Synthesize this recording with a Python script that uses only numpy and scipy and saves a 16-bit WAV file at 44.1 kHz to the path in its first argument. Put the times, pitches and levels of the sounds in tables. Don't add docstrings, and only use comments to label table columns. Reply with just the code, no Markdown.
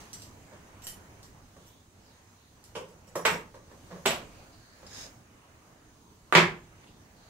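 import sys
import numpy as np
from scipy import signal
from scipy.fft import rfft, irfft, next_fast_len
from scipy.io import wavfile
from scipy.ndimage import uniform_filter1d, map_coordinates

SR = 44100
rng = np.random.default_rng(int(sys.argv[2]) if len(sys.argv) > 2 else 0)


def put_to_file(sound):
    columns = np.atleast_2d(sound).T
    safe = np.clip(columns, -1, 1)
    whole_steps = np.round(safe * 32767)
    wavfile.write(sys.argv[1], SR, whole_steps.astype(np.int16))


def linear_from_db(decibels):
    return 10 ** (np.asarray(decibels, float) / 20)


N = 321841

# frequency in Hz, density in dB per Hz.
RUMBLE_SPECTRUM = [(12, -34), (20, -5.5), (59, -4), (97, 1.5), (139, -5), (308, -7), (375, -12.5),
                   (450, -12), (580, -49), (990, -120)]
# frequency in Hz, density in dB per Hz.
SHUFFLE_SPECTRUM = [(240, -22.5), (400, -10), (533, -5.5), (575, -6), (945, -7), (3000, -17), (3900, -38),
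                    (6600, -120)]
# frequency in Hz, density in dB per Hz.
AIR_SPECTRUM = [(1530, -25.5), (2600, -26.5), (3070, -7.5), (3940, -4.5), (4280, -5), (5620, -5.5),
                (6480, 0), (6990, -5), (8010, -7), (11100, -12.5), (14800, -15), (15800, -7.5)]
# frequency in Hz, left-right likeness from -1 to 1.
BACKGROUND_ALIKE = [(60, 1), (180, 0.95), (550, 0.59), (1650, -0.1), (4970, 0.011), (15000, -0.01)]
# time in seconds, movement in dB.
MOVEMENT = [(0, 7.5), (.15, 4.5), (.3, 2.5), (.77, 1), (1.1, 2), (1.4, -0.7), (1.65, 1), (1.85, -3),
            (2.15, -0.95), (3.1, -1.15), (3.6, -1.2), (3.95, 5), (4.4, 2), (4.7, 0), (5.0, 8), (5.25, -1.5),
            (6.2, -1), (7.3, -0.3)]
# frequency in Hz, t60 in seconds.
WALL_DECAY = [(80, 0.49), (170, 0.35), (500, 0.36), (1500, 0.32), (5000, 0.27), (12000, 0.26)]
# frequency in Hz, left-right likeness from -1 to 1.
WALL_ALIKE = [(100, 0.88), (250, 0.99), (600, 0.75), (1200, 0.16), (3000, .1)]

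# start in seconds, level in dB, thud over it in dB,
# steel over it in dB, landing time in ms.
CLINKED = [
    (.004, -51.5, -20, -2, 2.1),
    (.131, -47.5, -25, 10, 0.42),
    (.198, -53, -20, -7, .6),
    (.220, -47.5, -20, 0.5, 0.42),
]
# start in seconds, level in dB, thud in dB, steel in dB, landing time in ms.
CARRIED = [
    (.818, -53, -20, 2.5, 7.5),
    (.836, -50.5, -29, 9.5, 14),
    (.869, -37, -14, 2, 0.44),
    (1.228, -52, 0, -1, 3.9),
    (1.66, -56, -19, 2, 14),
    (2.640, -53, -20, -0.5, 1.6),
]
# start in seconds, level in dB, thud in dB, steel in dB,
# landing time in ms.
LAID = [
    (.52, -45.5, -6.5, -22, 30),
    (1.095, -64, 11, -26, 11),
    (1.563, -49.5, -1, -15, 6.6),
    (3.154, -24.5, -12.5, -12, 9.4),
    (3.542, -41.5, -22, -20, 8),
    (3.70, -46.5, -11, -20.5, 25),
    (3.905, -38, -1, -35, 20),
    (4.831, -46, -3.5, -31, .5),
]
# start in seconds, level in dB, thud in dB, steel in dB, landing time in ms.
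TAPPED = [
    (2.752, -29.5, -26, -32, 8),
    (2.761, -32.5, -9.5, -19.5, 3),
    (2.88, -60, 7, 2, 9.5),
    (3.07, -52.5, 2, -2.5, 8.9),
]
# start in seconds, level in dB, thud in dB, steel in dB, landing time in ms.
DROPPED = [
    (3.251, -13, -32, -14.5, 13),
    (3.305, -31, -1.5, -8.5, 9),
]
# start in seconds, level in dB, thud in dB, steel in dB, landing time in ms.
SETTLED = [
    (3.342, -35, -9, -23, 6),
    (3.945, -43, -0.5, -30, 24.6),
    (4.218, -45, -6, -30, 2.3),
    (4.806, -59, -10, -30, 1.47),
    (5.055, -52, -15, -30, 1.6),
]
# start in seconds, level in dB, thud in dB, steel in dB, landing time in ms.
LIFTED = [
    (4.0555, -15.5, -16.5, -8.5, 7),
    (4.10, -24.5, -14, -13.5, 9),
]
# start in seconds, level in dB, thud in dB, steel in dB, landing time in ms.
TOUCHED = [
    (4.866, -52.5, -22, 4.4, .5),
]
# start in seconds, level in dB, thud in dB, steel in dB, landing time in ms.
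NUDGED = [
    (6.10, -66.5, -9.5, -28.5, 23),
    (6.872, -55.5, -28, -30, 3),
]
# start in seconds, level in dB, thud in dB, steel in dB, landing time in ms.
TIPPED = [
    (6.325, -14, -19.5, -40.5, 0.51),
]
# start in seconds, level in dB, thud in dB, steel in dB, landing time in ms.
SORTED = [
    (6.351, -6, -12, -30, 1.5),
    (6.373, -11, -10, -29, 4),
]

# frequency in Hz, density in dB per Hz.
HELD_BODY = [(880, -18), (1500, -4), (2970, 10), (3440, 5.5), (4140, 8.5), (12600, -17), (13900, -57),
             (14500, -16), (15500, -72)]
# frequency in Hz, density in dB per Hz.
LAID_BODY = [(130, -35), (220, -4), (306, -6.5), (559, 2.5), (778, -9.5), (1100, -3.5), (1400, -14.5),
             (1690, -10), (2190, -19.5), (2790, -23), (3560, -24), (6800, -25.5), (8840, -50),
             (15000, -120)]
# frequency in Hz, density in dB per Hz.
TAPPED_BODY = [(150, -64), (250, -30), (507, 2), (717, -22.5), (945, -10.5), (1290, -19), (1590, -20.5),
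               (1730, -27.5), (3060, -18.5), (3890, -32), (5690, -30), (9720, -40.5), (15500, -58.5)]
# frequency in Hz, density in dB per Hz.
DROPPED_BODY = [(130, -39), (220, -15), (326, -18), (412, -6), (450, -1.5), (783, -11.5), (920, -1),
                (1020, -7), (1320, -5), (1770, -7), (2180, -5), (4200, -17.5), (7200, -23), (9360, -47),
                (15800, -120)]
# frequency in Hz, density in dB per Hz.
LIFTED_BODY = [(110, -29), (180, -16), (239, -2), (300, -18), (393, -0.5), (456, -13.5), (499, -3),
               (625, -4.5), (1160, -9), (1230, -7.5), (1760, -11.5), (2980, -8), (6500, -24), (8450, -52),
               (14300, -120)]
# frequency in Hz, density in dB per Hz.
NUDGED_BODY = [(500, -30), (950, -6), (1300, -25), (2300, -21), (2700, -5), (3200, -13), (5000, -19),
               (9000, -41.5)]
# frequency in Hz, density in dB per Hz.
TIPPED_BODY = [(150, -42), (250, -10), (372, 2.5), (768, 0), (1250, 10), (3330, -11), (3700, -11),
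               (6540, -23), (7510, -23), (15500, -37.5)]
# frequency in Hz, density in dB per Hz.
SORTED_BODY = [(150, -37), (250, -17), (292, -31.5), (353, 8.5), (434, -3.5), (755, -3.5), (1120, -1.5),
               (1250, -3.5), (2240, -0.5), (5220, -17.5), (7130, -21), (15500, -55.5)]
# frequency in Hz, width in Hz, gain in dB.
TABLE_MODES = [(169.5, 40, -0.5), (359, 22, -7.5)]

# frequency in Hz, level in dB, t60 in seconds.
PLIERS = [(2050, -19, 0.033), (3700, -22, 0.027), (5000, -16, 0.092), (5960, -3.5, .03), (7585, -1, 0.046),
          (8470, -19, .04), (10000, -12, 0.034), (10700, -31, 0.027), (12200, -10, .04), (15000, -17, .03)]
# frequency in Hz, level in dB, t60 in seconds.
SCISSORS = [(1950, -9.5, 0.058), (3020, -1, 0.02), (3680, -16, 0.024), (5300, -9, 0.03), (5820, 3.5, .05),
            (7120, 6, 0.02), (7600, 10, 0.02), (8750, -10, 0.081), (9600, 0.5, 0.05), (11200, -11, 0.027),
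            (12100, 3, 0.068), (15150, -10, .04)]
# frequency in Hz, level in dB, t60 in seconds.
CUTTER = [(5010, -5.5, 0.06), (5640, -4, 0.07), (6910, -4, 0.061), (7740, 3.5, 0.034), (8450, -11, 0.033),
          (8970, -2.5, 0.029), (9760, -8, 0.04), (10340, -9, 0.056), (11100, -12, 0.027),
          (10880, -6, 0.025), (11740, -8, 0.027), (12420, -17.5, .03), (13500, -7.5, 0.039),
          (13950, -5.5, 0.027)]
# frequency in Hz, level in dB, t60 in seconds.
TWEEZERS = [(5070, 4, 0.035), (6900, -1, .04), (9660, -8, .03), (11000, -10, .03)]
# frequency in Hz, level in dB, t60 in seconds.
LOOSE = [(7370, -2, 0.025), (8350, -4, .015), (8900, -10, .015), (12000, -8.5, 0.035)]

# middle in seconds, length in seconds, level in dB, pitch in Hz.
RUBS = [(1.7, 0.22, -67.5, 3440), (2.07, .1, -67, 5000), (2.12, .12, -67.5, 4000), (2.46, 0.15, -69, 3960),
        (4.33, 0.23, -65, 2450), (4.4, .14, -66, 4600), (4.54, 0.034, -63, 4600), (4.67, 0.31, -64, 4360),
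        (4.75, .35, -66, 1700), (5.95, .35, -76, 3800), (6.08, 0.13, -63.5, 960), (6.92, 0.19, -70.5, 3630),
        (7.08, 0.32, -71.5, 1740), (7.25, 0.15, -65, 4280)]
# frequency in Hz, density in dB per Hz.
SLIDE_SPECTRUM = [(180, -32.5), (300, -8), (500, 4), (590, -20), (674, -20), (1390, -13), (1670, -5.5),
                  (3810, -8.5), (4280, -8), (5130, -0.5), (15500, -22.5)]
# frequency in Hz, width in Hz, gain in dB.
SLIDE_MODES = [(1670, 58, -3), (3770, 160, 0.5), (5120, 140, -2), (6600, 200, 0)]

# (sudden landing, lost per ms of landing)
IN_HAND_DB, JINGLING_DB, ON_WOOD_DB = (15, 1.8), (6.5, -0.5), (0.28, 0.0044)
RUMBLE_DB, SHUFFLE_DB, AIR_DB = -58.5, -62, -63.5
RUMBLE_GROWS, SHUFFLE_GROWS, AIR_GROWS = .5, 1.1, 0.93
WALK_DB, WALK_ENDS_S = 2.5, 1.5
SHAKE_DB, SHAKE_RISE_S, SHAKE_T60_S = -33, 0.037, 0.63
RUB_SHARP = 4.1
SLIDE_PEAK_S, SLIDE_PEAK_DB = 5.0, -49
SLIDE_SWELL_S, SLIDE_FADE_S = .09, 0.083


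def unit(x):
    return x / np.sqrt(np.mean(x ** 2) + 1e-20)


def along(points, hz):
    f, v = np.transpose(points)
    return np.interp(np.log(hz + 1), np.log(f + 1), v)


def curve(rows):
    s, value = np.transpose(rows)
    return np.interp(np.arange(N) / SR, s, value)


def wobble(rate_hz):
    knots = rng.standard_normal(int(N * rate_hz / SR) + 4)
    return map_coordinates(knots, [np.arange(N) * rate_hz / SR])


def filtered(x, response):
    n = x.shape[-1]
    m = next_fast_len(n + 8192)
    return irfft(rfft(x, m) * response(np.fft.rfftfreq(m, 1 / SR)), m)[..., :n]


def resonances(peaks):
    def response(f):
        total = 0
        for k, (center_hz, width_hz, db) in enumerate(peaks):
            damping = 1j * f * width_hz
            total = total + (-1) ** k * linear_from_db(db) * damping / (center_hz ** 2 - f * f + damping)
        return total
    return response


def left_right(pair, alike):
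    def mid_side_gains(hz):
        turn = np.arccos(np.clip(along(alike, hz), -1, 1)) / 2
        return np.array([np.cos(turn), np.sin(turn)])
    mid, side = filtered(pair, mid_side_gains)
    return np.array([mid + side, mid - side])


def evened(x, smooth_hz):
    z = rfft(x)
    span = max(1, round(smooth_hz * x.shape[-1] / SR))
    power = uniform_filter1d(abs(z) ** 2, span, axis=-1)
    return irfft(z / np.sqrt(power + 1e-12), x.shape[-1])


def rush(spectrum, patchy_db):
    z = signal.stft(rng.standard_normal((2, N)), nperseg=512)[2]
    field = uniform_filter1d(rng.standard_normal(z.shape[1:]), 6, 0)
    field = uniform_filter1d(field, 14, 1)
    pair = signal.istft(z * linear_from_db(patchy_db * unit(field)), nperseg=512)[1][:, :N]
    return unit(filtered(left_right(pair, BACKGROUND_ALIKE), lambda hz: linear_from_db(along(spectrum, hz))))


def background():
    move_db = curve(MOVEMENT)
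    walk_db = curve([(WALK_ENDS_S - .6, WALK_DB), (WALK_ENDS_S + 0.58, 0)])
    rumble_gain = linear_from_db(RUMBLE_DB + walk_db + RUMBLE_GROWS * move_db + 1.8 * wobble(5.5))
    shuffle_gain = linear_from_db(SHUFFLE_DB + SHUFFLE_GROWS * move_db + 1.6 * wobble(4.1))
    air_gain = linear_from_db(AIR_DB + AIR_GROWS * move_db + 0.27 * wobble(5.3))
    rumble = (rumble_gain + shaking()) * rush(RUMBLE_SPECTRUM, patchy_db=1.6)
    shuffle = shuffle_gain * rush(SHUFFLE_SPECTRUM, patchy_db=1.5)
    return rumble + shuffle + air_gain * rush(AIR_SPECTRUM, patchy_db=1.54)


def struck(gain_db, n):
    c = irfft(np.maximum(gain_db, -90) * np.log(10) / 20)
    c[1:len(c) // 2] *= 2
    c[len(c) // 2 + 1:] = 0
    h = irfft(np.exp(rfft(c)))[:n]
    return h / np.linalg.norm(h)


def pushes(land_ms):
    push = np.zeros(SR // 20)
    when = np.sort(rng.random(7))
    at = np.round((when - when[0]) * land_ms * SR / 1000).astype(int)
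    np.add.at(push, at, .3 + when)
    lead = 400
    return np.roll(evened(np.roll(push, lead), smooth_hz=60), -lead)[:-lead]


def contact(thud_db, bright_db, steel_db, land_ms, body, steel):
    t = np.arange(SR // 5) / SR
    hz = np.fft.rfftfreq(2 ** 14, 1 / SR)
    push = pushes(land_ms)
    wood = struck(along(body, hz) + bright_db * np.log2(hz / 1000 + .01), len(t))
    thud = filtered(1. * (t == 0), lambda f: resonances(TABLE_MODES)(f) ** 2)
    ring = np.zeros(len(t))
    for f, db, t60_s in steel:
        ring += linear_from_db(db + rng.normal(0, 2.5) - 60 * t / t60_s) * np.sin(2 * np.pi * f * t)
    blow = np.zeros(len(t))
    for db, part in [(0, wood), (thud_db, thud), (steel_db, ring)]:
        pushed = signal.fftconvolve(part, push)[:len(t)]
        blow += linear_from_db(db) * pushed / np.linalg.norm(pushed)
    return blow


def walls(build_s):
    hz, t, z = signal.stft(rng.standard_normal((2, SR // 2)), SR, nperseg=256)
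    decay = linear_from_db(-60 * t / along(WALL_DECAY, hz)[:, None])
    tail = signal.istft(z * decay, SR, nperseg=256)[1]
    build = 1 - np.exp(-np.arange(tail.shape[1]) / SR / build_s)
    tail = left_right(tail, WALL_ALIKE) * build
    tail = evened(tail, smooth_hz=350)[:, :-400]
    return tail / np.linalg.norm(tail[0])


def tools():
    out = np.zeros((2, N + 2 * SR))
    kinds = [(CLINKED, HELD_BODY, PLIERS, JINGLING_DB),
             (LAID, LAID_BODY, CUTTER, ON_WOOD_DB),
             (CARRIED, HELD_BODY, SCISSORS, IN_HAND_DB),
             (TAPPED, TAPPED_BODY, CUTTER, ON_WOOD_DB),
             (DROPPED, DROPPED_BODY, CUTTER, ON_WOOD_DB),
             (SETTLED, LAID_BODY, LOOSE, ON_WOOD_DB),
             (LIFTED, LIFTED_BODY, CUTTER, ON_WOOD_DB),
             (TOUCHED, HELD_BODY, TWEEZERS, ON_WOOD_DB),
             (NUDGED, NUDGED_BODY, LOOSE, ON_WOOD_DB),
             (TIPPED, TIPPED_BODY, LOOSE, ON_WOOD_DB),
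             (SORTED, SORTED_BODY, LOOSE, ON_WOOD_DB)]
    for table, body, steel, (sudden_db, lost_db) in kinds:
        for s, db, thud_db, steel_db, land_ms in table:
            bright_db = sudden_db - lost_db * land_ms
            blow = linear_from_db(db + 24.5) * contact(thud_db, bright_db, steel_db, land_ms, body, steel)
            heard = signal.fftconvolve(blow[None], walls(build_s=0.0019), axes=1)
            heard[1, :len(blow)] += linear_from_db(-5.0) * blow
            heard[0, 4:len(blow) + 4] += linear_from_db(-7) * blow
            out[:, round(s * SR):][:, :heard.shape[1]] += heard
    return out[:, :N]


def rubs():
    out = np.zeros((2, N + SR))
    t = np.arange(SR // 2) / SR - 1 / 4
    for s, length_s, db, hz in RUBS:
        swell = np.cos(np.pi / 2 * np.clip(t / length_s, -1, 1)) ** 2
        grain = rng.standard_normal((2, len(t))) * swell
        band = resonances([(hz, hz / RUB_SHARP, 0)])
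        rub = filtered(grain, lambda f: band(f) ** 2) * np.sqrt(SR * RUB_SHARP / hz / 2)
        out[:, round((s - 1 / 4) * SR):][:, :len(t)] += linear_from_db(db) * rub
    return out[:, :N]


def shaking():
    gain = np.zeros(N)
    for s, db, *_ in DROPPED + LIFTED + SORTED:
        since_s = np.maximum(np.arange(N) / SR - s, 0)
        rise = 1 - np.exp(-since_s / SHAKE_RISE_S)
        gain += linear_from_db(db + SHAKE_DB - 60 * since_s / SHAKE_T60_S) * rise
    return gain


def slide():
    t = np.arange(N) / SR - SLIDE_PEAK_S
    span_s = np.where(t < 0, SLIDE_SWELL_S, SLIDE_FADE_S)
    level_db = SLIDE_PEAK_DB - 10 * abs(t / span_s) ** 2.6
    slips = rng.standard_normal((2, N)) * linear_from_db(1.2 * wobble(300))
    ring = resonances(SLIDE_MODES)
    steel = filtered(slips, lambda hz: linear_from_db(along(SLIDE_SPECTRUM, hz)) * (0.38 + abs(ring(hz))))
    return linear_from_db(level_db + 4.5) * unit(steel)


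def scene():
    return (background() + tools() + rubs() + slide()) * linear_from_db([[-.9], [.9]])


def top_cut(x):
    return signal.sosfilt(signal.butter(12, 16160, fs=SR, output="sos"), x)


def record(dry):
    limited = dry / (1 + abs(dry) ** 6) ** (1 / 6)
    mix = filtered(limited, lambda hz: hz < 15750)
    return top_cut(mix)


dry = scene()
out = record(dry)
put_to_file(out)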